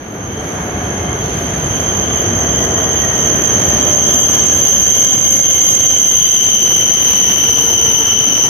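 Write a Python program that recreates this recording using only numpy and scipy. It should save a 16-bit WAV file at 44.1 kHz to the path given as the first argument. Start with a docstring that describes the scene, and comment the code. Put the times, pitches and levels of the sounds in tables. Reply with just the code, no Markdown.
"""The brakes of an electric train squeal in chorus as it runs into a roofed station and its nose slides
past a phone held on the platform: many pads slip and grip near one rate, each giving five harmonics.
The gears whine down with the speed, rising and fading by frequency, and one thin squeak swells once
a wheel turn. Shaped noise makes the roar of the hall and the hiss of air and wheels; blurred tones make
the hum of a standing train's fans."""
import sys
import numpy as np
from scipy import signal
from scipy.fft import rfft, irfft, next_fast_len
from scipy.io import wavfile
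from scipy.ndimage import uniform_filter1d, minimum_filter1d

SR = 44100
rng = np.random.default_rng(int(sys.argv[2]) if len(sys.argv) > 2 else 0)


def output_pcm(signal):
    """Save a mono or channel-first signal as 16-bit PCM at the path in sys.argv[1].

    Samples are clipped to [-1, 1] before scaling.
    """
    pcm = np.clip(np.atleast_2d(signal).T, -1, 1) * 32767
    wavfile.write(sys.argv[1], SR, np.round(pcm).astype(np.int16))


N = 374409

# Coherence of the sound field at the two ports of the phone.
# Each row: frequency in Hz, left-right correlation from -1 to 1.
LIKENESS = [(45, .99), (90, .988), (180, .972), (350, .87), (700, .53), (1400, -.08), (4000, 0), (9000, .2),
            (16000, .2)]


def undb(db):
    """Definition of level: the amplitude ratio is 10 to the power dB / 20."""
    return 10 ** (np.asarray(db) / 20)


def unit(x):
    """Normalisation by the root mean square, which becomes 1."""
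    return x / np.sqrt(np.mean(x ** 2))


def curves(table):
    """Linear interpolation in time: the columns after the first (in seconds), sample by sample."""
    s, *columns = np.transpose(table)
    return [np.interp(np.arange(N) / SR, s, column) for column in columns]


def over_log_hz(table, hz):
    """Linear interpolation of a table's second column over the logarithm of frequency."""
    table_hz, values = np.transpose(table)
    return np.interp(np.log(hz), np.log(table_hz), values)


def step(at_s, width_s):
    """Sigmoid transition from 0 to 1 about a moment."""
    return .5 + .5 * np.tanh((np.arange(N) / SR - at_s) / (2 * width_s))


def walk(rate_hz):
    """Band-limited random modulation: values held for 1 / rate, smoothed twice, rms 1."""
    hold = max(int(SR / rate_hz), 2)
    held = np.repeat(rng.standard_normal(N // hold + 1), hold)
    smooth = uniform_filter1d(uniform_filter1d(held, hold), hold)
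    return unit(smooth[:N])


def sides(left_db):
    """Interaural level difference: gains of left and right, left_db apart."""
    return undb(np.array([left_db, -left_db]) / 2).reshape(2, -1)


def correlated(mid, side, like):
    """Partial coherence: a shared and an opposed part weighted to a left-right correlation."""
    return np.sqrt(1 + like) * mid + np.sqrt(1 - like) * side * np.array([[1], [-1]])


def rotor(hz):
    """Phasor of an oscillator: phase is the integral of frequency, from a random start."""
    return np.exp(2j * np.pi * (np.cumsum(hz) / SR + rng.random())).astype(np.complex64)


def field(spectrum, swell_db, flicker_db, bass_db=0, middle_db=0, treble_db=0):
    """Diffuse field: partly coherent noise in octave bands that swell together and flicker alone."""
    size = next_fast_len(N)
    hz = np.maximum(np.fft.rfftfreq(size, 1 / SR), 1)
    like = np.clip(over_log_hz(LIKENESS, hz), -1, 1)
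    mid, side = rfft(rng.standard_normal((2, size))) * undb(over_log_hz(spectrum, hz))
    both = correlated(mid, side, like)
    out, swell = 0, swell_db * walk(3.16)
    for centre in 2. ** np.arange(5, 15):  # Hz
        band = np.clip(1 - np.abs(np.log2(hz / centre)), 0, 1)
        level_db = swell + flicker_db * walk(9)
        level_db = level_db + bass_db * (centre < 150)
        level_db = level_db + middle_db * (400 < centre < 1200)
        level_db = level_db + treble_db * (centre > 12000)
        out = out + irfft(both * band, size)[:, :N] * undb(level_db)
    return unit(out)


def wavering(hz, width_hz, steady=0.):
    """Multipath interference: echoes blur a tone, unlike at each port, about a steady direct share."""
    def blur():
        return (steady + walk(width_hz) + 1j * walk(width_hz)) / np.sqrt(1 + steady ** 2 / 2)

    tone = rotor(hz)
    like = np.clip(over_log_hz(LIKENESS, np.mean(hz)), 0, 1)
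    mid, side = (tone * blur()).imag, (tone * blur()).real
    return correlated(mid, side, like) / np.sqrt(2)  # rms near 1


def hall():
    """Reverberant field: roar under the roof with fan tones in it, and broadband hiss of the cars."""
    # Each row: start in seconds, level of the roar in dB, level of the hiss near 4.5 kHz in dB.
    noise_levels = [(0, -27.5, -60), (.45, -21, -52), (.9, -20, -51), (1.75, -19.5, -49), (2.1, -19, -49.5),
                    (2.66, -19.5, -49), (2.96, -19.5, -48.5), (3.55, -18, -47.5), (3.76, -19.5, -47),
                    (3.86, -18.5, -45), (4.05, -19, -47.5), (4.62, -18.5, -45), (4.74, -22, -47),
                    (5.5, -24, -45.5), (5.85, -23.5, -45.5), (6.1, -26.5, -48.5), (6.3, -25.5, -46.5),
                    (7.35, -21.5, -41), (7.7, -22.5, -43.5), (8.49, -22, -43.5)]
    # Spectrum of the roar. Each row: frequency in Hz, relative density in dB per Hz.
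    roar_spectrum = [(15, -55), (25, -54), (57, -3), (85, -1), (192, -3.5), (358, -5), (427, -6.5),
                     (528, -8.5), (707, -9), (965, -13.5), (1700, -15), (2600, -25.5), (3380, -32),
                     (5720, -120)]
    # Spectrum of the hiss, with a narrow gap near 8 kHz.
    # Each row: frequency in Hz, relative density in dB per Hz.
    hiss_spectrum = [(300, -10.5), (900, -10), (2000, -0.5), (3500, -5), (5000, -12), (7200, -12.5),
                     (8000, -33.5), (8800, -11), (10500, -16), (12500, -20.5), (13800, -18), (15500, -30)]
    # Fans of a standing train. Each row: frequency in Hz, blur rate in Hz, level re the roar in dB.
    fan_tones = [(98.1, 50, -17), (194.6, 40, -17), (438.7, 30, -18), (1185, 35, -24), (1638, 30, -23)]
    # Rumble of the viaduct. Each row: start in seconds, gain of the roar below 150 Hz in dB.
    rumble_curve = [(0, -1), (1, 1.5), (1.6, 2), (2.3, 1.5), (3.2, 0.5), (3.8, 0.5), (4.5, -0.5), (5.2, 1),
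                    (5.9, 0), (6.6, -0.5), (7.5, 0), (8.49, -2.5)]
    # Brief swells in the middle of the roar. Each row: peak in seconds, half length in seconds, gain in dB.
    surges = [(2.8, .09, 3), (3.88, .06, 2)]
    # Each row: start in seconds, gain of the top octave of the hiss in dB.
    treble_curve = [(0, -0.5), (2.5, 1.5), (4.5, 1.5), (8.49, -5)]
    whole_hiss_db = 16  # whole hiss relative to its part near 4.5 kHz
    hiss_left_db = 2  # the cars pass on the left

    roar_db, hiss_db = curves(noise_levels)
    rumble_db = curves(rumble_curve)[0] + .4 * walk(1.42)
    t = np.arange(N) / SR
    surge_db = sum(db * np.exp(-((t - s) / half) ** 2 / 2) for s, half, db in surges)
    roar = field(roar_spectrum, .52, .76, bass_db=rumble_db, middle_db=surge_db)
    fans = sum(wavering(np.full(N, 1. * hz), width) * undb(db) for hz, width, db in fan_tones)
    hiss = field(hiss_spectrum, swell_db=.7, flicker_db=.9, treble_db=curves(treble_curve)[0])
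    hiss = hiss * sides(hiss_left_db)
    return (roar + fans) * undb(roar_db) + hiss * undb(hiss_db + whole_hiss_db)


def chorus():
    """Doppler shift and distance: pitch, balance and spread of the squeal as the nose nears and passes."""
    # Each row: start in seconds, level of the 2nd harmonic in dB before the make-up gain in brakes().
    squeal_curve = [(0, -40), (.4, -33), (1.4, -26.5), (1.9, -23), (3.4, -17.5), (4.2, -13.5), (4.7, -13),
                    (5.7, -12), (6.2, -13.5), (6.6, -13), (7.4, -12.5), (8, -14.5), (8.49, -15.5)]
    t, passed = np.arange(N) / SR, step(6.4, .33)  # middle and width of the passing in s
    # the slip rate sags with the speed and drops as the cars turn from coming to going
    slip_hz, sag_hz_per_s, pass_drop_hz = 3182, 7, 70.1
    wander_percent = .17  # slow drift of the whole chorus, rms
    hz = slip_hz - sag_hz_per_s * t - pass_drop_hz * passed
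    hz = hz * (1 + wander_percent / 100 * walk(5))
    # harmonics 1, 3 and 4 in dB relative to the 2nd; the upper two carry once the cars are near
    first_db = -10 - 1.01 * t + 8.5 * passed
    third_db = -41 + 14 * step(3.9, .8)
    fourth_db = -29 + 10 * step(4.1, .85)
    spread_percent = .75 + .9 * passed  # pitch spread for a pad offset of 1
    stray_db = -3 - .7 * t - 11 * passed  # share of the stray pads
    pan_db = -3.5 + 5 * passed  # left minus right, 2nd harmonic only
    squeal_db = curves(squeal_curve)[0]
    return hz, squeal_db, first_db, third_db, fourth_db, spread_percent, stray_db, pan_db


def brakes():
    """Stick-slip friction: pads slip at their own wavering rates; each port hears another mix of echoes."""
    # Each row: pitch offset in multiples of the spread, level in dB.
    pad_table = [(0, -3.5), (-.5, -6), (.6, -7), (-1.2, -3.5), (1.2, -3.5), (.25, -4), (-.25, -6),
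                 (.9, -7.5), (-.85, -5), (.42, -6.5)]
    # Pads of far cars, each on its own pitch. Each row: slip rate in Hz, level in dB before the stray share.
    stray_table = [(3087, 3.5), (3001, -2.5), (3224, -3.5), (2985, -14), (3373, -18)]
    # Shape of the phone. One entry per harmonic 1-5: left minus right in dB, the 2nd before its pan.
    left_db = [3.5, 0.5, 2.5, 0.5, -1]
    # One entry per harmonic 1-5: depth of the fast chatter in dB re 1, before the cars run alongside.
    chatter_db = [2, -6, -1, -6, -10]
    # One entry per harmonic 1-5: change of that depth in dB once the cars run alongside.
    pass_chatter_db = [-5, -1, 0, 4, 0]
    pad_jitter, stray_jitter = .33, .8  # fast wavering of the slip rate, rms %
    # loss in dB from one harmonic to the next: per unit of pad offset (the nearest pads set the pitch),
    # and for stray pads, which are further off and so duller
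    pad_tilt_db, stray_tilt_db = -3.5, -2

    hz, squeal_db, first_db, third_db, fourth_db, spread_percent, stray_db, pan_db = chorus()
    pads = [(hz * (1 + offset * spread_percent / 100), db, pad_tilt_db * abs(offset), pad_jitter)
            for offset, db in pad_table]
    pads += [(f, db + stray_db, stray_tilt_db, stray_jitter) for f, db in stray_table]
    alongside = step(6.4, .33)
    depth = [undb(before + change * alongside).astype(np.float32)
             for before, change in zip(chatter_db, pass_chatter_db)]

    out = np.zeros((5, 2, N), np.float32)
    for port in range(2):
        for pad_hz, pad_db, tilt_db, jitter in pads:
            waver = 1 + (.35 * walk(22) + jitter * walk(400)) / 100
            slip = rotor(pad_hz * waver) * np.float32(undb(tilt_db))
            # two tilts are undone beforehand, so the pad level holds at the 2nd harmonic
            wave = undb(pad_db - 2 * tilt_db + 1.9 * walk(40)).astype(np.complex64)
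            # the rough disc shakes the contact, which spreads every harmonic by a few hundred Hz
            chatter = unit(walk(720) + .75 * walk(260)).astype(np.float32)
            for k in range(5):
                wave = wave * slip  # powers of the pointer are the harmonics
                out[k, port] += wave.imag * (1 + depth[k] * chatter)
    # level each harmonic over a quarter second, so that the curves alone set its course
    out /= np.sqrt(uniform_filter1d(np.mean(out ** 2, axis=1), size=SR // 4))[:, None]

    # the grip of all pads flutters, more so on harmonics 3-5
    squeal_db = squeal_db + .63 * walk(9)
    top_flutter_db = 1.4 * walk(8)
    third_db, fourth_db = third_db + top_flutter_db, fourth_db + top_flutter_db
    # the 1st harmonic comes in patches and is weak from afar
    first_db = first_db + 1.17 * walk(14) - 2 * (1 - step(1.1, .15))
    levels_db = [first_db, 0, third_db, fourth_db, fourth_db - 28]
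    makeup_db = 4
    tones = [out[k] * undb(squeal_db + makeup_db + levels_db[k]) * sides(left_db[k]) for k in range(5)]
    tones[1] = tones[1] * sides(pan_db)
    return sum(tones)


def mesh():
    """Gear kinematics: the tooth rate in Hz follows the speed, and the braking eases off slowly."""
    t = np.arange(N) / SR
    return 762 - 46.5 * t + .98 * t ** 2


def gears():
    """Gear-mesh harmonics: the tooth rate and its multiples glide down, rising and fading by frequency."""
    # One entry per multiple 1-4 of the tooth rate: level in dB before the rises and fades.
    multiples_db = [-36.5, -50.5, -50.5, -54.5]
    # Rises and fades of the whine by frequency: broad resonances, and narrow rows for slow fades of
    # the lowest tone. Each row: frequency in Hz, width in Hz, gain in dB.
    whine_gains = [(460, 10, 5), (474, 5, -3), (512, 8, -2), (540, 15, 3), (575, 12, 1), (594, 8, 9),
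                   (618, 20, 1.5), (685, 12, -3), (728, 14, 3), (915, 22, 13), (1355, 45, 14),
                   (1570, 75, 5), (1720, 84, 10), (1860, 60, 13), (1950, 39, 9), (2030, 30, 5),
                   (2155, 85, 20.5)]
    # Rise out of the distance, one row per multiple. Each row: moment in seconds, gain before it in dB.
    emerge = [(.45, -11), (2.7, -12), (2.4, -11), (4.7, -9)]
    waver_percent = .45  # rms; the motor cars differ
    tooth_hz = mesh()
    hz, out = tooth_hz * (1 + waver_percent / 100 * walk(16)), 0
    for k, (db, (at_s, far_db)) in enumerate(zip(multiples_db, emerge)):
        whine_db = sum(gain_db * np.exp(-((k + 1) * tooth_hz - f) ** 2 / (2 * width ** 2))
                       for f, width, gain_db in whine_gains)
        path_db = far_db * (1 - step(at_s, .09))
        path_db = path_db + 2.2 * walk(28)  # the tones break up as they bounce along the platform
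        if k == 3:
            path_db = path_db - 19 * step(7.55, .1)  # the car sides hide the 4th multiple
        tone = wavering((k + 1) * hz, 60 + 40 * k, steady=1.3)
        out = out + tone * undb(db + whine_db + path_db)
    return out


def squeak():
    """Periodic amplitude modulation: a thin, slowly falling tone swells once a wheel turn, then fades."""
    # Each row: start in seconds, level between swells in dB, level the swells add in dB,
    # both before a final gain of 0.5 dB.
    squeak_curve = [(0, -65, -54), (.5, -64, -50), (1.1, -60, -51), (2, -60, -40), (2.6, -55, -41),
                    (3.4, -47, -38), (4.4, -47, -37), (5.3, -48, -39), (5.7, -50, -55), (6.6, -75, -80)]
    mesh_per_turn = 133.5  # tooth-mesh cycles per wheel turn
    first_swell_s, swell_s = .125, .041  # moment of the first swell, width of each
    between_db, top_db = curves(squeak_curve)
    hz = 12340 - 8 * np.arange(N) / SR
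    turn_hz = mesh() / mesh_per_turn
    turns = np.cumsum(turn_hz) / SR - first_swell_s * turn_hz[0]
    from_swell_s = (turns - np.round(turns)) / turn_hz
    swells = np.exp(-(from_swell_s / swell_s) ** 2 / 2) * undb(top_db + .8 * walk(4.7))
    return wavering(hz, 140, steady=2.2) * (undb(between_db) + swells) * undb(.5)


def scene():
    """Superposition of all sources at the two ports."""
    return hall() + brakes() + gears() + squeak()


def record(dry):
    """Peak limiting and low-pass filtering: both channels dip around the loudest peaks; the top is cut."""
    limit, limit_s, top_hz = .9, .012, 15735  # peak before the filter, time of the gain's moves, cutoff
    span = int(limit_s * SR)
    room = np.minimum(1, limit / (np.abs(dry).max(axis=0) + 1e-9))
    gain = uniform_filter1d(minimum_filter1d(room, size=span), size=span)
    low_pass = signal.ellip(14, .1, 80, top_hz, fs=SR, output="sos")
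    return signal.sosfilt(low_pass, dry * gain)


dry = scene()
out = record(dry)
output_pcm(out)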